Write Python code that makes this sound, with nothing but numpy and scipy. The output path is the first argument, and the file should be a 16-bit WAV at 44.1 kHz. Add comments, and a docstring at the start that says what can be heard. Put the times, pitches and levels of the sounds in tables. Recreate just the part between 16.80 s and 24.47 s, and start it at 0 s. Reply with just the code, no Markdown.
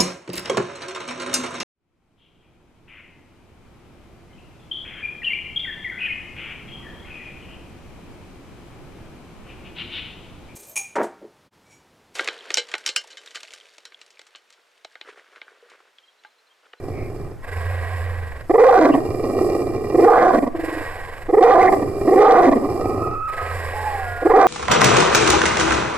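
"""A low growl and soft wind rumble open the scene; a dog then gives five deep, hoarse barks in a yard.
Folds and slapping tissue drive resonances of throat, mouth and muzzle; separate throbs frame the barks.
Snoring breaths are noise and a palate tone; wheezes, whistles and two far calls are wavering sines.
A soft whine follows the second bark. Filtered noise makes the hiss, the yard air, the wind, the echo
and an overload crackle on the loud moments."""
import sys
import numpy as np
from scipy import signal
from scipy.fft import rfft, irfft, next_fast_len
from scipy.io import wavfile
from scipy.ndimage import uniform_filter1d, minimum_filter1d

SR = 44100
rng = np.random.default_rng(int(sys.argv[2]) if len(sys.argv) > 2 else 0)


def store_wav(level_fs):
    """Save 16-bit WAV to argv[1]."""
    pcm = np.round(np.clip(np.atleast_2d(level_fs), -1, 1) * 32767)
    wavfile.write(sys.argv[1], SR, pcm.T.astype(np.int16))


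N = 338247
T = np.arange(N) / SR  # s
SIZE = next_fast_len(N + SR // 2)
HZ = np.arange(SIZE // 2 + 1) * SR / SIZE

# Still air of the yard, relative spectrum: (frequency [Hz], level [dB])
YARD_SPECTRUM = [(26, 0), (42, -42), (100, -5.5), (170, -25.5), (450, -24), (2000, -36), (3200, -49),
                 (14000, -56.5)]
YARD_DB, WIND_DB = -36.5, -41

# Growls with the mouth nearly shut: (start [s], length [s], time to turning point [s],
# level there before surges [dB], fall away from it [dB/s], negative = rise, mouth opening [dB],
# upper resonances against the mouth's [dB])
GROWLS = [(0, 0.53, 0.025, -29.5, 11, -9, -12), (2.17, 1.083, 0.48, -17.5, 25.5, -9.5, -13),
          (4.94, 0.39, 0.028, -27.5, -6, -10, -14), (5.79, 0.56, 0.29, -22, 18, -5, -18)]
# Low resonances of the growl: (frequency [Hz], width [Hz], relative level [dB])
GROWL_LOW = [(129.6, 31, -19.5), (280.5, 80, -1), (392.5, 195, 0.5), (516, 250, -6)]
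# Upper resonances of the growl: (frequency [Hz], width [Hz], relative level [dB])
GROWL_HIGH = [(1917, 164, 1.5), (2367, 94, 3), (2774, 79, -5.5), (5060, 1660, -11.5)]
# Harder slaps of the throat within the growls: (start [s])
SLAP_STARTS = [0.512, 2.441, 2.534, 2.583, 2.608, 2.744, 3.097, 6.005]
SLAP_DB, SLAP_S = 5.5, 0.017  # rise before the flutter is normalised; length
GROWL_HZ, GROWL_BEND = 384.5, 0.1189  # voice within the growl; its pitch swing (share)
GROWL_FLUTTER_DB, GROWL_VOICE_DB = 2.5, -15  # flutter before normalising; gain of the voice in the source
SURGE_DB, SURGE_S = 18, 0.098  # a growl swells close to a bark
GROWL_FADE_S, CHEST_DB = 0.16, -33

# Resonances of the hiss: (frequency [Hz], width [Hz], relative level [dB])
HISS_MODES = [(5000, 880, 3.5), (7890, 1600, 4.5), (11220, 2800, 2.5)]
# Hiss before the side gains: in a bark, relative to a growl, at rest
HISS_BARK_DB, HISS_GROWL_DB, HISS_REST_DB = -57, -33, -71.5

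# Brief wheezes of the throat: (start [s], length [s], frequency [Hz], crest level [dB])
WHEEZES = [(.1, 0.22, 2260, -44.5), (2.113, 0.042, 2720, -36.5), (4.8, .028, 2000, -22),
           (4.868, 0.03, 1988, -19)]
# Thin whistles of the nose: (start [s], length [s], frequency [Hz], crest level [dB])
WHISTLES = [(6.99, 1, 1657, -35.5), (7.16, 0.5, 1425, -33.5)]

# Indrawn breaths: (start [s], length [s], build-up [s], rush level [dB], snore level [dB],
# hiss level before the side gains [dB])
INHALES = [(.62, 1.02, 0.11, -31.5, -25, -57.5), (3.742, 0.73, 0.13, -29, -41.5, -54),
           (6.47, 1.1, 0.11, -28.5, -31.5, -52)]
# Resonances of the nose: (frequency [Hz], width [Hz], relative level [dB])
NOSE = [(499, 164, 10.5), (735, 202, 7.5), (1068, 210, 8.5), (1615, 185, 8.5), (1914, 85, 10.5),
        (1940, 1100, 0.5), (3900, 1800, -17.5)]
RUSH_FALL_S, RUSH_EDGE_DB = 0.46, -8.5  # the flow dies away; its change of level at both ends
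PUFF_DEPTH, PUFF_S = 0.75, 0.17  # the air comes in puffs at both ends of a breath
# The soft palate slows and weakens as the flow ends
SNORE_HZ, SNORE_SAG_HZ, SNORE_SAG_S, SNORE_EDGE_DB = 86.7, 24, 0.2457, -15
SNORE_RISE_S, SNORE_FIRST_DB = 0.16, -32  # the snore is slow to start

# Separate throbs of the throat around the barks: (start [s], length [s], pitch at mid-glide [Hz],
# crest level [dB], mouth opening [dB])
THROBS = [(1.694, 0.02803, 371, -9, -5), (1.734, 0.0379, 447.5, -7, -8.5), (2.088, 0.031, 301.7, -8.5, -11),
          (2.133, 0.035, 284.7, -10, -2), (2.171, 0.0275, 299, -15, -7), (3.139, 0.0259, 350, -9.5, -10.5),
          (3.173, 0.0405, 384.3, -7, -12.5), (3.619, 0.032, 265, -13, -4.5),
          (3.662, 0.02937, 247.5, -17.5, -6.5), (4.483, 0.0349, 374.5, -16, -8),
          (4.525, 0.0358, 388.3, -7.5, -9), (4.565, .039, 450, -5, -12), (4.917, 0.035, 397.6, -7.5, -1.5),
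          (4.958, 0.023, 326.6, -18.5, -5), (5.014, 0.0276, 329.5, -15.5, -3.5),
          (5.269, 0.0335, 353, -7.5, -7.5), (5.311, 0.0426, 405.3, -6, -10),
          (5.708, 0.0403, 279.6, -10.5, -0.5), (5.751, 0.031, 250.9, -11, -9), (5.808, .068, 269, -19, -8),
          (7.418, 0.0224, 332.3, -17, -7), (7.449, 0.0325, 383.2, -6.5, -8),
          (7.492, 0.042, 456.4, -8.5, -1.5)]
LEAD_GLIDE_OCT, TAIL_GLIDE_OCT = 0.52, -.1  # up before a bark, down after it
TAIL_RASP_DB = -4  # gain of the rasp in the throbs after a bark
THROB_S = .044  # mean period of throbbing in barks, growls, whine and breath

# Barks: (start [s], length [s], time to crest [s], time to sink from it [s], first pitch [Hz],
# crest pitch [Hz], last pitch [Hz], level [dB], mouth opening [dB], jaw ring [dB], rasp after the crest [dB])
BARKS = [(1.78, 0.33, 0.13, 0.066, 456.3, 490, 299.7, -5.5, 1, -10.5, -4.5),
         (3.222, 0.37, 0.13, .15, 352.2, 469.3, 256.2, -6.5, 6, -13, 10.5),
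         (4.608, 0.29, 0.062, 0.04, 381, 475, 384.3, -4, 7, -18, 2),
         (5.359, .342, .145, 0.13, 381.8, 490, 268.3, -4, 3.5, -16, 4),
         (7.537, 0.25, 0.045, 0.028, 387.5, 455, 370.2, -3, 13, -17, 4)]
# Resonances of the throat: (frequency [Hz], width [Hz], relative level [dB])
THROAT = [(325.3, 82, 3), (493.4, 81.6, 14)]
# Resonances of the fully open mouth: (frequency [Hz], width [Hz], relative level [dB])
MOUTH = [(752.6, 140, 0.5), (1059, 102, -5.5), (1199, 135, -6)]
# Resonances of the muzzle: (frequency [Hz], width [Hz], relative level [dB])
MUZZLE = [(1930, 306, 4.5), (2387, 160, -3.5), (4270, 6600, -20.5)]
# Resonances of the open jaws: (frequency [Hz], width [Hz], relative level [dB])
JAWS = [(1520, 320, 7.5), (1699, 68, 8), (4840, 3700, -23.5)]
BARK_SAG_DB, BARK_FADE_S = 6, 0.0064  # loss of level by the end; fade of the held part
ROUGH_FIRST, ROUGH_LAST, ROUGH_RISE_S = .3, 0.604, 0.1853  # hoarseness (0-1) outside yelps
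MOUTH_SHUT_DB, MOUTH_OPEN_S, MOUTH_CLOSE_DB = -14.5, 0.2, 7  # opens quickly, half closes by the end
MOUTH_FULL_HZ, MOUTH_SAG = 457, 0.19  # below this pitch the resonances follow it down by this share
THROB_DRIFT, THROB_BEND = 0.92, 0.0664  # phase drift (radians); pitch swing (share) of the fundamental
THROB_LAST_DB = 4.5  # swing of level by the end of a bark
BARK_STUMBLE, TEAR_DB = .055, 1.5  # spread of pitch (share) and of level
BREAK_S, RASP_EASE_DB = .07, 13  # the tone breaks around the crest; the rasp eases by the end
# Yelps inside the barks: (start [s], length [s])
YELPS = [(1.879, 0.029), (1.952, 0.024), (3.484, .024), (4.622, 0.021), (4.706, 0.045), (4.787, .026),
         (4.829, 0.022), (5.456, .026), (5.501, 0.021), (5.574, 0.026), (7.591, 0.03)]
YELP_HZ = 386.3  # pitch approached at the middle of a yelp
YELP_THROAT_DB, YELP_MOUTH_DB = -7, 1  # the throat weakens and the mouth rings
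CRACKLE_DB = -23  # overload crackle on the loud moments, timed with the yelps
# Band of the overload crackle: (frequency [Hz], width [Hz], relative level [dB])
CRACKLE_BAND = [(3610, 5100, 2.5)]

WHINE_START_S, WHINE_LENGTH_S = 3.732, .285
WHINE_FIRST_HZ, WHINE_LAST_HZ, WHINE_DB = 341, 310, -30.5
WHINE_SAG_DB, WHINE_ROUGH, WHINE_MOUTH_DB = 5, 0.296, -9  # loss of level, roughness (0-1), mouth gain

# Far calls: (start [s], length [s], time to crest [s], first pitch [Hz], last pitch [Hz], crest level [dB])
FAR_CALLS = [(6.02, .72, 0.38, 1263, 1277, -24), (6.94, .5, 0.18, 844, 716, -24)]
FAR_GLIDE_SHARE = 0.396  # middle share of a call that glides
FAR_FALL_DB_PER_S, FAR_OVERTONE_DB = 32, -24.5
FAR_WAVER, FAR_WAVER_DB = .021, 2.6  # spread of pitch (share) and of level

# Level of the left port against the right for the direct voice: (frequency [Hz], level [dB])
LEFT_SHADE = [(60, -2), (370, -1.7), (670, -2.5), (1230, -6), (2250, -1.5), (4110, 0), (7520, -12)]
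LEFT_LAG_MS = 0.067
ECHO_DB, ECHO_T60_S = -22, .45
TOP_HZ = 14400


def undb(db):
    """Level law: decibels become an amplitude ratio."""
    return 10 ** (np.asarray(db) / 20)


def unit(x):
    """Normalisation: the effective (rms) amplitude becomes one."""
    return x / np.sqrt(np.mean(x ** 2))


def steady(x, seconds):
    """Level control: division by the running rms holds it near one."""
    k = max(int(seconds * SR), 8)
    power = uniform_filter1d(uniform_filter1d(x ** 2, k), k)
    return x / np.sqrt(np.abs(power) + 1e-9)


def noise():
    """White noise: independent Gaussian samples."""
    return rng.standard_normal(N)


def wobble(rate):
    """Random modulation: chance points, rate per second, are joined and scaled to an rms of one."""
    return unit(np.interp(T * rate, np.arange(8192), rng.standard_normal(8192)))


def ramp(x):
    """Linear transition: limited to zero and one."""
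    return np.clip(x, 0, 1)


def swell(age, length):
    """Half-sine envelope: a rounded rise and fall over an event."""
    return np.sin(np.pi * ramp(age / length))


def window(age, length, fade):
    """Gating: open while an event lasts, with linear edges."""
    return ramp(np.minimum(age, length - age) / fade + .5)


def nearest(events):
    """Event timing: for each sample, the age of the nearest event, then its other columns."""
    rows = np.array(events, float)
    borders = (rows[:-1, 0] + rows[:-1, 1] + rows[1:, 0]) / 2
    start, *columns = rows[np.searchsorted(borders, T)].T
    return [T - start] + columns


def resonate(x, modes):
    """Minimum-phase resonance: steep-sided modes of given power, made causal through the cepstrum."""
    power = sum(undb(db) ** 2 / (1 + (2 * (HZ - hz) / width) ** 2 / 2) ** 3 for hz, width, db in modes)
    cepstrum = irfft(np.log(power + 1e-9) / 2, SIZE)
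    # folding the cepstrum onto positive time gives the minimum phase
    cepstrum[1:SIZE // 2] *= 2
    cepstrum[SIZE // 2:] = 0
    response = np.exp(rfft(cepstrum))
    return unit(irfft(rfft(x, SIZE) * response, SIZE)[:N])


def flaps(hz, scatter, close):
    """Relaxation vibration: loose tissue opens at once and closes over a share of its uneven cycle."""
    phase = np.cumsum(hz * np.exp(scatter * wobble(90))) / SR
    puffs = np.exp(-(phase % 1) / close) * np.exp(scatter * wobble(70))
    return puffs / puffs.mean()


def folds(hz, rough, jitter=.11, slope=1.25, air_db=6, flap_hz=105):
    """Vocal-fold source: a harmonic buzz; roughness adds jitter, false-fold chopping and rushing air."""
    rough = np.clip(rough, 0, 1)
    phase = 2 * np.pi * np.cumsum(hz * np.exp(jitter * rough * wobble(170))) / SR
    buzz = sum(np.cos(k * phase) / k ** slope for k in range(1, 9))
    chop = flaps(flap_hz, scatter=.35, close=.55)
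    air = undb(air_db) * rough * chop * noise()
    return buzz * (1 + rough * (chop - 1)) + air


def rasp():
    """Chaotic vibration: irregular bursts of noise dulled by a one-pole low-pass."""
    bursts = noise() * flaps(115, scatter=.4, close=.4)
    return unit(signal.lfilter([1], [1, -.95], bursts))


def through_mouth(x, hz, sinking):
    """Time scaling: a filter on a slowed clock lowers the mouth's resonances as the voice sinks."""
    clock = np.cumsum(1 - sinking * ramp(MOUTH_SAG * (1 - hz / MOUTH_FULL_HZ))) / SR
    on_clock = np.interp(T, clock, x)
    return np.interp(clock, T, resonate(on_clock, MOUTH))


def yard():
    """Ambient noise: partly shared coloured air, and low wind rumble independent on each microphone port."""
    hz, db = np.transpose(YARD_SPECTRUM)
    colour = undb(np.interp(np.log(HZ + 1), np.log(hz), db))
    common, left, right = (unit(irfft(rfft(noise(), SIZE) * colour, SIZE)[:N]) for _ in range(3))
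    air = (common + 0.23 * np.array([left, right])) * undb(YARD_DB + wobble(1))
    wind = np.array([undb(side_db) * resonate(noise(), [(23.1, 64, 0)]) for side_db in (-3, 2.5)])
    return air + wind * undb(WIND_DB)


def growl_effort():
    """Amplitude envelope: each growl peaks or dips once, and is raised next to a bark."""
    age, length, turn_s, db, fall_db, *_ = nearest(GROWLS)
    bark_age, bark_length = nearest(BARKS)[:2]
    apart = np.maximum(np.maximum(-bark_age, bark_age - bark_length), 0)
    surge_db = SURGE_DB * np.exp(-apart / SURGE_S)
    return window(age, length, GROWL_FADE_S) * undb(db - fall_db * np.abs(age - turn_s) + surge_db)


def growl():
    """Pulse excitation: uneven, half-voiced slaps ring the nearly closed throat and shake the chest."""
    age, length, *_, mouth_db, upper_db = nearest(GROWLS)
    puffs = flaps(74, scatter=.28, close=.6)
    cycle = 2 * np.pi * age / THROB_S + 2.1 * wobble(14)
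    voiced = folds(GROWL_HZ * (1 + GROWL_BEND * np.sin(cycle)), .5)
    clicks = unit(np.diff(puffs, prepend=0))
    source = unit(puffs * noise()) + 0.7 * clicks + undb(GROWL_VOICE_DB) * voiced
    low = steady(resonate(source, GROWL_LOW), 0.024)
    high = steady(resonate(source, MOUTH) + undb(upper_db) * resonate(source, GROWL_HIGH), 0.044)
    rumble = resonate(puffs * noise(), [(104.7, 82, 0)])  # chest: Hz, width Hz, dB
    chest = window(age, length, GROWL_FADE_S) * undb(CHEST_DB) * rumble
    slap = sum(swell(T - start, SLAP_S) for start in SLAP_STARTS)
    flutter = unit(undb(GROWL_FLUTTER_DB * np.cos(cycle) * (1 - slap) + SLAP_DB * slap))
    return growl_effort() * flutter * (low + undb(mouth_db) * high) + chest


def intake():
    """Flow modulation: the gate of each breath, puffing at both ends, and its slackness (0-1)."""
    age, length, rise_s = nearest(INHALES)[:3]
    slack = np.maximum(ramp(1 - age / rise_s), ramp(1 - (length - age) / RUSH_FALL_S))
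    depth = PUFF_DEPTH * np.exp(-np.abs(np.minimum(age, length - age)) / PUFF_S)
    puffing = 1 - depth * np.cos(2 * np.pi * age / THROB_S)
    return window(age, length, fade=rise_s / 2) * puffing, slack


def hiss():
    """Turbulence noise: air at the teeth follows breath, bark and growl, stronger on the right."""
    gate, slack = intake()
    drawn = gate * undb(nearest(INHALES)[-1] + RUSH_EDGE_DB * slack)
    bark_age, bark_length = nearest(BARKS)[:2]
    barked = undb(HISS_BARK_DB) * window(bark_age + 2 * THROB_S, bark_length + 4 * THROB_S, fade=0.056)
    growled = undb(HISS_GROWL_DB) * growl_effort()
    power = drawn ** 2 + barked ** 2 + growled ** 2 + undb(HISS_REST_DB) ** 2
    size = np.sqrt(power) * undb(1.3 * wobble(45))
    left, right = (undb(side_db) * resonate(noise(), HISS_MODES) for side_db in (-10.5, 8.5))
    return size * np.array([left, right])


def wheezes():
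    """Aerodynamic whistling: air in narrow gaps sings, roughly in the throat and thinly in the nose."""
    out = 0
    for events, waver in ((WHEEZES, .06), (WHISTLES, .012)):
        for start, length, hz, db in events:
            phase = 2 * np.pi * np.cumsum(hz * (1 + waver * wobble(500))) / SR
            out = out + undb(db) * swell(T - start, length) * unit(np.sin(phase))
    return out


def inhale():
    """Flow-induced flutter: the soft palate sounds a low snore and pulses the rush through the nose."""
    age, length, _, db, snore_db, _ = nearest(INHALES)
    gate, slack = intake()
    slowing = ramp(1 - (length - age) / SNORE_SAG_S)
    hz = SNORE_HZ - SNORE_SAG_HZ * slowing
    phase = 2 * np.pi * np.cumsum(hz * (1 + .04 * wobble(40))) / SR
    rush = resonate(noise() * (1 + 0.21 * np.sin(phase)) * undb(0.25 * wobble(32)), NOSE)
    onset_db = SNORE_FIRST_DB * ramp(1 - age / SNORE_RISE_S)
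    snore = unit(np.sin(phase)) * undb(onset_db + SNORE_EDGE_DB * slowing + 1.6 * wobble(33))
    return gate * (undb(db + RUSH_EDGE_DB * slack) * rush + undb(snore_db) * snore)


def throbs():
    """Source and filter: single throat openings slide in pitch, hoarser when weak, rasping after a bark."""
    age, length, hz, db, mouth_db = nearest(THROBS)
    after = nearest(BARKS)[0] > 0
    glide = np.where(after, TAIL_GLIDE_OCT, LEAD_GLIDE_OCT)
    voiced = folds(hz * 2 ** (glide * (ramp(age / length) - .5)), rough=-.04 * db)
    source = voiced + after * undb(TAIL_RASP_DB) * rasp()
    muzzle = undb(-16.5) * steady(resonate(source, MUZZLE), 0.01)
    upper = steady(through_mouth(source, hz, after), 0.014) + muzzle
    low_after = steady(resonate(source, GROWL_LOW), 0.059)
    low_before = steady(resonate(source, THROAT), 0.013)
    colour = np.where(after, low_after, low_before) + undb(mouth_db) * upper
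    return undb(db) * swell(age, length) * steady(colour, .008)


def bark():
    """Source and filter: a throbbing voice climbs, breaks into rasp and yelps, and rings the opening mouth."""
    (age, length, crest_s, sink_s, first_hz, crest_hz, last_hz,
     db, wide_db, jaws_db, rasp_db) = nearest(BARKS)
    yelp = swell(*nearest(YELPS))
    spent = ramp(age / length)
    sunk = 1 - np.exp(-(np.maximum(age - crest_s, 0) / sink_s) ** 2)
    hz = first_hz + (crest_hz - first_hz) * ramp(age / crest_s) + (last_hz - crest_hz) * sunk
    rough = (ROUGH_FIRST + (ROUGH_LAST - ROUGH_FIRST) * ramp(age / ROUGH_RISE_S)) * (1 - yelp / 2)
    mouth_db = wide_db + MOUTH_SHUT_DB * ramp(1 - age / MOUTH_OPEN_S) - MOUTH_CLOSE_DB * spent ** 2
    cycle = 2 * np.pi * age / THROB_S + THROB_DRIFT * ramp(age / THROB_S / 2) * wobble(15)

    # pitch climbs through each throb and drops back at the closure
    bend = THROB_BEND * (np.sin(cycle) + np.sin(2 * cycle) / 2)
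    bent = hz * (1 + BARK_STUMBLE * wobble(45) - bend)
    voiced = folds(bent + yelp * (YELP_HZ - bent), rough)
    closing = spent ** 3  # the throat's resonance gives way to that of the growl
    broken = ramp((age - crest_s) / BREAK_S + .5) * (1 - yelp)
    source = voiced + broken * undb(rasp_db - RASP_EASE_DB * closing) * rasp()

    opening_db = mouth_db - 2.5 * np.cos(cycle) + 3.2 * wobble(65)
    throat = (1 - closing) * resonate(source, THROAT) + closing * resonate(source, GROWL_LOW)
    low = steady(throat, 0.024) * undb(YELP_THROAT_DB * yelp)
    mouth_gain = undb(opening_db + yelp * (YELP_MOUTH_DB - opening_db))
    mouth = steady(through_mouth(source, hz, age > crest_s), 0.026) * mouth_gain
    muzzle = steady(resonate(source, MUZZLE), 0.15) * undb(-17.5 + 0.55 * mouth_db)
    gape = ramp(np.minimum(age, length - age) / 0.021)  # the jaws part late and close early
    jaws_gain = undb(jaws_db + 1.34 * (mouth_db + opening_db) / 2)
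    jaws = gape * steady(resonate(source, JAWS), 0.11) * jaws_gain
    crackle = yelp * undb(CRACKLE_DB) * resonate(rasp(), CRACKLE_BAND)  # overload, not voice

    throb_db = THROB_LAST_DB * spent ** 2 * np.cos(cycle) * (1 - yelp)
    level_db = db - BARK_SAG_DB * spent - throb_db + TEAR_DB * wobble(70)
    size = window(age, length, BARK_FADE_S) * undb(level_db)
    return size * (steady(low + mouth + muzzle + jaws, .012) + crackle)


def whine():
    """Source and filter: a fairly clear, sinking note throbs in level through throat and mouth, and fades."""
    age = T - WHINE_START_S
    spent = ramp(age / WHINE_LENGTH_S)
    source = folds(WHINE_FIRST_HZ + (WHINE_LAST_HZ - WHINE_FIRST_HZ) * spent, WHINE_ROUGH)
    colour = steady(resonate(source, THROAT) + undb(WHINE_MOUTH_DB) * resonate(source, MOUTH), 0.022)
    throb_db = 12.3 * np.cos(2 * np.pi * age / THROB_S)
    level_db = WHINE_DB - WHINE_SAG_DB * spent - throb_db
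    return window(age, WHINE_LENGTH_S, fade=0.011) * undb(level_db) * colour


def far_calls():
    """Frequency modulation: two wavering tones with one overtone swell, slide in pitch and fade."""
    age, length, crest_s, first_hz, last_hz, db = nearest(FAR_CALLS)
    hz = first_hz + (last_hz - first_hz) * ramp((age / length - .5) / FAR_GLIDE_SHARE + .5)
    phase = 2 * np.pi * np.cumsum(hz * (1 + FAR_WAVER * wobble(250))) / SR
    level_db = db - FAR_FALL_DB_PER_S * np.abs(age - crest_s) + FAR_WAVER_DB * wobble(40)
    tone = unit(np.sin(phase) + undb(FAR_OVERTONE_DB) * np.sin(2 * phase))
    return window(age, length, fade=0.015) * undb(level_db) * tone


def echo(x):
    """Diffuse reflection: decaying dull noise per side stands for scatter from the sheds and trees."""
    tail = (T > .02) * undb(-60 * T / ECHO_T60_S)
    scatter = [signal.lfilter([1], [1, -.8], noise()) * tail for _ in range(2)]
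    return np.array([signal.fftconvolve(x, s[:SR] / np.linalg.norm(s))[:N] for s in scatter])


def scene():
    """Interaural-like cues: sources right of centre reach the left port later and softer."""
    voice = growl() + wheezes() + inhale() + throbs() + bark() + whine() + far_calls()
    hz, db = np.transpose(LEFT_SHADE)
    shade = undb(np.interp(np.log(HZ + 1), np.log(hz), db))
    lag = np.exp(-2j * np.pi * HZ * LEFT_LAG_MS / 1000)
    left = irfft(rfft(voice, SIZE) * shade * lag, SIZE)[:N]
    return np.array([left, voice]) + undb(ECHO_DB) * echo(voice) + hiss() + yard()


def record(dry):
    """Peak limiting and band limiting: a fast common gain tames peaks, then a steep low-pass cuts the top."""
    need = np.minimum(1, undb(-1.8) / (np.abs(dry).max(axis=0) + 1e-9))
    gain = uniform_filter1d(minimum_filter1d(need, size=221), size=221)  # about 5 ms
    low_pass = signal.ellip(10, .2, 80, TOP_HZ, fs=SR, output="sos")
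    return signal.sosfilt(low_pass, dry * gain)


dry = scene()
out = record(dry)
store_wav(out)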